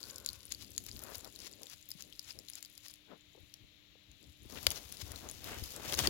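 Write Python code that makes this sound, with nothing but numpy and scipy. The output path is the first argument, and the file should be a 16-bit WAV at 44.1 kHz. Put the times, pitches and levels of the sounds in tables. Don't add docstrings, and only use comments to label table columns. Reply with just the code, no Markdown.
import sys
import numpy as np
from scipy import signal
from scipy.fft import rfft, irfft
from scipy.io import wavfile
from scipy.ndimage import uniform_filter1d

SR = 44100
rng = np.random.default_rng(int(sys.argv[2]) if len(sys.argv) > 2 else 0)


def pcm_store(signal):
    levels = np.round(np.clip(np.atleast_2d(signal), -1, 1) * 32767)
    wavfile.write(sys.argv[1], SR, levels.astype(np.int16).T)


N = 268569
TIME = np.arange(N) / SR
TOP_HZ = 16100
PORT_DELAY = 5

# (time of the peak [s], rise [s], level [dB])
BITES = [(0.103, 0.039, -54.5), (0.359, 0.029, -56), (.517, 0.0061, -46), (0.628, 0.027, -52),
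         (0.888, 0.01, -48.5), (1.153, 0.022, -49.5), (1.472, 0.041, -48.5), (1.735, 0.03, -49.5),
         (2.009, 0.016, -51.5), (2.31, 0.032, -48.5), (2.584, 0.034, -52.5), (2.861, 0.016, -50.5),
         (2.905, 0.017, -59), (4.778, 0.014, -43), (5.017, 0.01, -43.5)]
# (frequency [Hz], relative level [dB])
CRACK_COLOUR = [(500, -26.5), (2000, -11), (4500, 1), (7200, 0.5), (8500, -9.5), (10500, 2), (12500, -1.5),
                (15500, -9)]


def undb(db):
    return 10 ** (np.asarray(db) / 20)


def unit(x):
    return x / np.sqrt(np.mean(x ** 2) + 1e-18)


def loudest(x):
    return x / np.sqrt(uniform_filter1d(x ** 2, size=44).max())


def curve(rows):
    return np.interp(TIME, *np.transpose(rows))


def swell(peak_s, half_s):
    return np.exp(-((TIME - peak_s) / half_s) ** 2)


def wander(per_s):
    return unit(np.interp(TIME * per_s, np.arange(1000), rng.standard_normal(1000)))


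def colour(x, points):
    size = 4096
    hz, db = np.transpose(points)
    bins_hz = np.arange(size // 2 + 1) * SR / size
    bins_db = np.interp(np.log(bins_hz + 1), np.log(hz), db)
    cepstrum = irfft(bins_db * np.log(10) / 20)
    cepstrum[1:size // 2] *= 2
    cepstrum[size // 2 + 1:] = 0
    response = irfft(np.exp(rfft(cepstrum)))
    return signal.fftconvolve(x, response / np.linalg.norm(response))[:len(x)]


def ring(x, hz, width_hz):
    b, a = signal.iirpeak(min(hz, SR * 0.45), hz / width_hz, fs=SR)
    return signal.lfilter(b, a, x)


def add(track, s, sound):
    start = max(int(s * SR), 0)
    track[start:start + len(sound)] += sound[:max(N - start, 0)]


def grains(per_s, spread_db, decay_s):
    happens = rng.random(N) < per_s / SR
    sizes = happens * undb(spread_db * np.minimum(rng.exponential(size=N), 4))
    energy = signal.lfilter([1], [1, -np.exp(-2 / (decay_s * SR))], sizes ** 2)
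    return unit(np.sqrt(energy) * rng.standard_normal(N))


def panned(left, right, pan_db):
    far = undb(-pan_db)
    return np.array([left, far * right]) * 2 / np.sqrt(1 + far ** 2)


def ports(x, pan_db, scatter, smear_s):
    t = TIME[:SR // 20]
    paths = rng.standard_normal(len(t)) * np.exp(-t / smear_s)
    scattered = signal.fftconvolve(x, paths / np.linalg.norm(paths))[:N]
    right = (np.roll(x, PORT_DELAY) + scatter * scattered) / np.hypot(1, scatter)
    return panned(x, right, pan_db)


def clicks(decay_s, crack_s, echo, echo_s):
    # (time [s], level [dB], ring pitch [Hz], crack over ring before the crack cut below [dB])
    mouth_clicks = [(0.0388, -39.5, 4540, -5), (0.1597, -36.5, 6960, 9), (0.1826, -37.5, 12900, 10),
                    (0.2478, -43, 4200, 9), (0.2618, -26, 7140, 6), (0.2754, -44, 4100, 0),
                    (0.2892, -28.5, 4460, -2.5), (0.3018, -41, 4180, 2), (0.3314, -39, 10500, 12),
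                    (0.4537, -43, 9800, -3), (0.5217, -27.5, 6680, 6), (0.548, -37, 4660, -1),
                    (0.6234, -41.5, 4330, 8), (0.718, -45.5, 7000, 19), (0.7635, -40.5, 7040, 7),
                    (0.7795, -23.5, 6880, 3), (0.8644, -35, 14300, 10), (1.037, -37.5, 11300, 0),
                    (1.1474, -39, 5130, 7), (1.1546, -34, 5030, 10), (1.1816, -40, 14600, 4),
                    (1.2462, -38, 14600, 8), (1.2534, -44, 4000, 8), (1.3607, -40.5, 4200, 3),
                    (1.39, -42.5, 4870, 8), (1.4026, -42, 5000, 5), (1.514, -45.5, 10900, 10),
                    (1.6325, -36.5, 4830, 7.5), (1.6689, -42.5, 3660, 1), (1.6988, -42, 5000, 10),
                    (1.8895, -41, 14300, -5), (1.905, -38.5, 14500, 2), (1.916, -33, 5030, 3),
                    (2.023, -37, 4940, 13), (2.126, -45, 3260, -4), (2.1937, -32.5, 5040, -0.5),
                    (2.307, -39, 5000, -22), (2.389, -37.5, 5330, 2), (2.4854, -40, 4100, 3),
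                    (2.4995, -35.5, 10850, 2), (2.5344, -40.5, 5200, 4), (2.5543, -35, 7100, 5),
                    (2.627, -35.5, 7200, 11), (2.6493, -39.5, 4730, 6), (2.778, -39.5, 5400, 27),
                    (2.883, -40, 5130, 21), (2.9118, -46, 10400, 5), (2.939, -42.5, 5000, 26),
                    (3.5398, -40, 5660, 8), (4.1154, -53.5, 6900, 5), (4.2282, -55, 7340, 3),
                    (4.6298, -38, 11600, 3), (4.7045, -25, 5800, 10), (4.7182, -29.5, 6480, 6),
                    (4.7594, -37.5, 5800, -4), (4.9237, -33, 9430, 13), (4.9704, -41, 5000, 4),
                    (5.1184, -34.5, 11600, 15), (5.1597, -36, 4140, 2.5), (5.2885, -36, 6840, 6),
                    (5.2982, -37.5, 6740, 1), (5.3128, -38, 10800, 0), (5.443, -35.5, 13500, 11),
                    (5.6396, -33, 4950, 10), (5.7627, -36, 7760, 4.5), (5.8964, -36, 3130, 1),
                    (5.9345, -29, 5650, 4), (5.9412, -24, 10300, 13), (5.9492, -32, 6600, 0)]
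    t = TIME[:SR // 100]
    rings, cracks = np.zeros(N), np.zeros(N)
    for s, db, hz, crack_db in mouth_clicks:
        tone = t ** 2 * np.exp(-t / decay_s) * np.sin(2 * np.pi * hz * t)
        crack = t ** 2 * np.exp(-t / crack_s) * rng.standard_normal(len(t))
        ring_gain = undb(db) / np.hypot(1, undb(crack_db))
        add(rings, s - decay_s, ring_gain * loudest(tone))
        add(cracks, s - crack_s, ring_gain * undb(crack_db) * loudest(crack))
    direct = rings + undb(-5.0) * colour(cracks, CRACK_COLOUR)
    return direct + echo * np.roll(direct, int(echo_s * SR))


def bites(release_s):
    # (frequency [Hz], relative level [dB])
    bite_colour = [(300, -17.5), (1000, -8.5), (2500, -3), (4800, 0.5), (7200, -4), (8500, -17.5),
                   (10500, -5.5), (12500, -13), (15500, -12)]
    force = np.zeros(N)
    for s, rise_s, db in BITES:
        distance = np.maximum((s - TIME) / rise_s, (TIME - s) / release_s)
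        force += undb(db) * np.exp(-distance)
    bursts = grains(per_s=2200, spread_db=-0.5, decay_s=0.00023)
    return force * colour(bursts, bite_colour)


def chewing():
    # (time [s], crackle level before the trim and jaw swell [dB])
    activity = [(0.0, -55.5), (0.45, -65), (1.05, -56.5), (1.5, -64), (2.9, -66.5), (3.1, -81.5),
                (3.5, -71.5), (3.9, -93), (4.25, -69), (4.45, -72)]
    # (frequency [Hz], width [Hz], level [dB])
    mouth_modes = [(4720, 860, 2.5), (7020, 260, 2), (11600, 1800, -2), (14550, 500, -2)]
    jaw_swell_db, jaw_lead_s, jaw_half_s = 3.5, 0.018, 0.11
    jaw = np.max([swell(s - jaw_lead_s, jaw_half_s) for s, _, _ in BITES], axis=0)
    before_stop = TIME < activity[-1][0]
    level = undb(curve(activity) - 1.5 + jaw_swell_db * jaw) * before_stop

    pops = np.zeros(N)
    for hz, width_hz, db in mouth_modes:
        ruptures = grains(per_s=130, spread_db=6, decay_s=0.00034)
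        pops += undb(db) * unit(ring(ruptures, hz, width_hz))
    ticks = colour(grains(per_s=140, spread_db=4, decay_s=0.0004), CRACK_COLOUR)
    squelch = colour(grains(per_s=4000, spread_db=2, decay_s=0.0012), CRACK_COLOUR)
    return level * unit(pops + undb(4.0) * ticks + undb(1.5) * squelch)


def knocks_and_last_brush():
    # (time [s], level [dB], decay of the contact [s], scrape against blow [dB])
    contacts = [(4.6675, -16, 0.0019, -18), (4.7128, -34.5, 0.002, -14), (4.7166, -38, .0007, -25),
                (4.7222, -42, 0.00061, 10), (5.924, -29.5, 0.00052, -15), (5.974, -39, 0.0013, 1),
                (5.9896, -23.5, 0.0009, 15), (6.0022, -35, 0.0016, -7), (6.063, -38, 0.0011, -7),
                (6.072, -20, 0.0015, 26)]
    # (frequency [Hz], width [Hz], level [dB])
    tub_modes = [(554, 100, 0.5), (1400, 400, -4), (2250, 480, 2.5), (3340, 610, 6.5), (4140, 840, 2.5),
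                 (4710, 460, 5.5), (6470, 1300, -2), (10150, 990, -5), (14250, 2100, -5)]
    t, out = TIME[:SR // 12], np.zeros(N)
    for s, db, contact_s, scrape_db in contacts:
        push = undb(scrape_db) * np.exp(-t / contact_s) * rng.standard_normal(len(t))
        push[0] += 1
        body = np.zeros(len(t))
        for k, (hz, width_hz, gain_db) in enumerate(tub_modes):
            body += (-1) ** k * undb(gain_db) * ring(push, hz, width_hz)
        add(out, s, undb(db) * loudest(body))
    return out


def brushing():
    # (time [s], half length [s], level before the flutter [dB])
    pushes = [(4.565, .05, -55), (4.638, .04, -54), (4.768, 0.052, -52), (5.136, 0.12, -57),
              (5.513, 0.075, -49.5), (5.665, 0.079, -51), (5.906, 0.066, -42.5), (5.994, 0.023, -40),
              (6.044, 0.032, -41.5)]
    # (frequency [Hz], relative level [dB])
    brush_colour = [(500, 5.5), (1500, -2), (3500, 5.5), (7000, 3.5), (8500, -4.5), (10500, -0.5),
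                    (15500, -1.5)]
    sets_off_s, set_off_rise_s, rub_before_flutter_db = 4.383, 0.14, -57
    rub = undb(rub_before_flutter_db) * np.clip((TIME - sets_off_s) / set_off_rise_s, 0, 1) ** 2
    push = sum(undb(db) * swell(s, half_s) for s, half_s, db in pushes)
    flutter = undb(-1.0 + 1.84 * wander(70))
    level = np.hypot(rub, push) * flutter
    slips = colour(grains(per_s=2200, spread_db=3, decay_s=0.002), brush_colour)
    flicks = colour(grains(per_s=180, spread_db=5.0, decay_s=0.0004), CRACK_COLOUR)
    return level * (slips + undb(-8.5) * flicks)


def scuffing(likeness):
    # (time [s], half length [s], level [dB], left minus right [dB])
    strokes = [(0.136, 0.17, -64, 4), (0.764, 0.29, -67, 12), (1.09, 0.092, -54.5, 16),
               (1.257, 0.028, -56.5, 19), (1.443, 0.11, -63.5, 8), (1.627, 0.041, -62, 19),
               (2.064, 0.063, -67, 12), (2.391, 0.055, -64.5, 21), (3.124, 0.033, -57.5, 16),
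               (4.239, 0.039, -68.5, 12), (4.533, 0.032, -58, 19), (4.577, 0.015, -46.5, 30),
               (4.722, 0.1, -57.5, 11), (5.124, 0.039, -54.5, 28), (5.26, 0.047, -55.5, 5),
               (5.519, 0.074, -49.5, 4.5), (5.793, 0.053, -55, 9), (5.885, 0.048, -49.5, 4),
               (5.934, 0.013, -40.5, 7), (5.994, 0.015, -35.5, 8.5), (6.052, 0.029, -40, 8)]
    # (frequency [Hz], relative level [dB])
    scuff_colour = [(60, -24), (150, 1), (300, 5), (580, 4.5), (900, 0), (1500, 1.5), (3500, 0.5),
                    (9000, -6)]
    ref_top_hz, ref_db, octaves_per_db = 1200, -56, 0.18
    left, other = (colour(grains(per_s=1400, spread_db=3.0, decay_s=0.0024), scuff_colour) for _ in range(2))
    right = likeness * np.roll(left, PORT_DELAY) + other
    out = np.zeros((2, N))
    for s, half_s, db, pan_db in strokes:
        top_hz = ref_top_hz * 2 ** (octaves_per_db * (db - ref_db))
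        b, a = signal.butter(2, min(top_hz, TOP_HZ), fs=SR)
        soft_left, soft_right = (unit(signal.lfilter(b, a, x)) for x in (left, right))
        out += undb(db) * swell(s, half_s) * panned(soft_left, soft_right, pan_db)
    return out


def bumps():
    # (time [s], level [dB], pitch [Hz], decay of the push [s], left minus right [dB])
    dull_bumps = [(1.951, -52.5, 157, 0.0049, 29), (2.352, -67, 420, 0.0043, 10),
                  (3.125, -56, 445, .012, 18), (3.35, -58, 443, 0.0033, 23), (3.373, -56.5, 390, 0.01, 30),
                  (3.954, -62, 436, 0.0026, 16), (4.274, -53, 87, 0.015, 22), (4.666, -42, 75, 0.0091, 16),
                  (6.074, -33.5, 320, 0.0042, -14)]
    t, out = TIME[:SR // 6], np.zeros((2, N))
    for s, db, hz, decay_s, pan_db in dull_bumps:
        push = np.exp(-t / decay_s) * rng.standard_normal(len(t))
        body = ring(ring(push, hz, hz * 0.62), hz, hz * 0.6)
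        thud = undb(db) * loudest(body)
        for track, heard in zip(out, panned(thud, thud, pan_db)):
            add(track, s, heard)
    return out


def handling():
    # (time [s], rumble level before the waver [dB])
    unrest = [(0.0, -70.5), (0.95, -59), (1.5, -72), (2.8, -79.5), (4.35, -77), (4.5, -57.5), (5.3, -58.5),
              (5.8, -61.5), (5.95, -50), (6.09, -43)]
    # (time [s], level [dB])
    grips = [(.33, -62), (.55, -65), (.65, -63), (.83, -71), (1.28, -66), (1.75, -71), (2.37, -70),
             (3.43, -67), (3.63, -64), (4.12, -62), (4.289, -59), (4.452, -54.5), (5.05, -58), (5.61, -51)]
    # (frequency [Hz], relative level [dB])
    hand_colour = [(26, -30), (42, -8), (62, 0.5), (100, -1), (170, -15), (300, -14), (600, -33.5),
                   (2000, -48.5)]
    grip_half_s, waver_db = 0.03, 2.0
    left, right = (colour(grains(per_s=300, spread_db=4.0, decay_s=0.0043), hand_colour) for _ in range(2))
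    right = unit(right + 0.5 * left)
    creep = undb(curve(unrest) + waver_db * wander(14))
    shifts = sum(undb(db) * swell(s, grip_half_s) for s, db in grips)
    return creep * panned(left, right, pan_db=7.0) + shifts * panned(left, right, pan_db=14)


def room(x, t60_s, wet_db):
    t = TIME[:SR]
    tails = rng.standard_normal((2, len(t))) * np.exp(-np.log(1000) * t / t60_s)
    wet = [signal.fftconvolve(x, tail / np.linalg.norm(tail))[:N] for tail in tails]
    return undb(wet_db) * np.array(wet)


def rush(peak_s, half_s):
    # (frequency [Hz], width of each of two filters [Hz], level at the peak [dB])
    bands = [(540, 130, -71), (1070, 250, -72), (1464, 220, -70)]
    tones = np.zeros(N)
    for hz, width_hz, db in bands:
        noise = rng.standard_normal(N)
        tones += undb(db) * unit(ring(ring(noise, hz, width_hz), hz, width_hz))
    return tones * swell(peak_s, half_s)


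def background():
    # (frequency [Hz], relative level [dB])
    left_hiss = [(25, -10), (55, -7), (110, -2), (200, -14.5), (330, -17), (390, -15.5), (650, -15),
                 (800, -22.5), (1450, -18.5), (2200, -9), (3900, -4), (4800, -16.5), (7200, -19.5),
                 (8600, -40), (11000, -27), (16000, -26.5)]
    right_hiss = [(25, -17), (60, -5), (130, 3), (200, -11.5), (320, -3), (400, -10), (620, -16.5),
                  (850, -19), (2000, -24), (4200, -24), (9000, -33), (12000, -22.5), (16000, -25)]
    # (mean frequency [Hz], mean level [dB], pitch wander as a share of the frequency [1])
    hum_tones = [(50.7, -86.5, 0.042), (193.4, -82, 0.012), (299.3, -77, 0.01724), (610, -90.5, 0.0151)]
    hiss = np.array([
        undb(-61.0) * colour(rng.standard_normal(N), left_hiss),
        undb(-71.0) * colour(rng.standard_normal(N), right_hiss),
    ])
    hum = np.zeros(N)
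    for hz, db, share in hum_tones:
        level = undb(db + 1.0 * wander(36))
        phase = 2 * np.pi * np.cumsum(hz * (1 + share * wander(110))) / SR
        hum += level * np.sqrt(2) * np.sin(phase)
    return hiss + hum


def scene():
    # (frequency [Hz], relative level [dB])
    shade = [(600, 12.5), (1500, -9), (2000, -5), (3000, -6), (4200, 3), (7000, 2.5), (10000, 1.5),
             (15500, -1)]
    # (time [s], left minus right [dB])
    bearing = [(4.55, 24), (4.7, 8), (4.95, 20), (5.4, 15), (5.52, 6), (6.09, 6)]
    mouth = clicks(decay_s=0.0003, crack_s=0.00035, echo=0.19, echo_s=0.0029)
    mouth = mouth + bites(release_s=0.0069) + chewing()
    contacts = knocks_and_last_brush()
    left, right = ports(mouth, pan_db=15.5, scatter=1.9, smear_s=0.011)
    near = np.array([left, colour(right, shade)])
    near = near + ports(contacts, pan_db=13.0, scatter=0.96, smear_s=0.0029)
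    quills = ports(brushing(), curve(bearing), scatter=8.7, smear_s=0.04)
    paper_and_bumps = scuffing(likeness=0.41) + bumps()
    tail = room(mouth + contacts, t60_s=0.35, wet_db=-20.5)
    start_rush = rush(peak_s=0.15, half_s=0.28)
    return near + quills + paper_and_bumps + handling() + tail + start_rush + background()


def record(dry):
    low_pass = signal.ellip(12, 0.2, 95, TOP_HZ, fs=SR, output="sos")
    return signal.sosfilt(low_pass, dry)


dry = scene()
out = record(dry)
pcm_store(out)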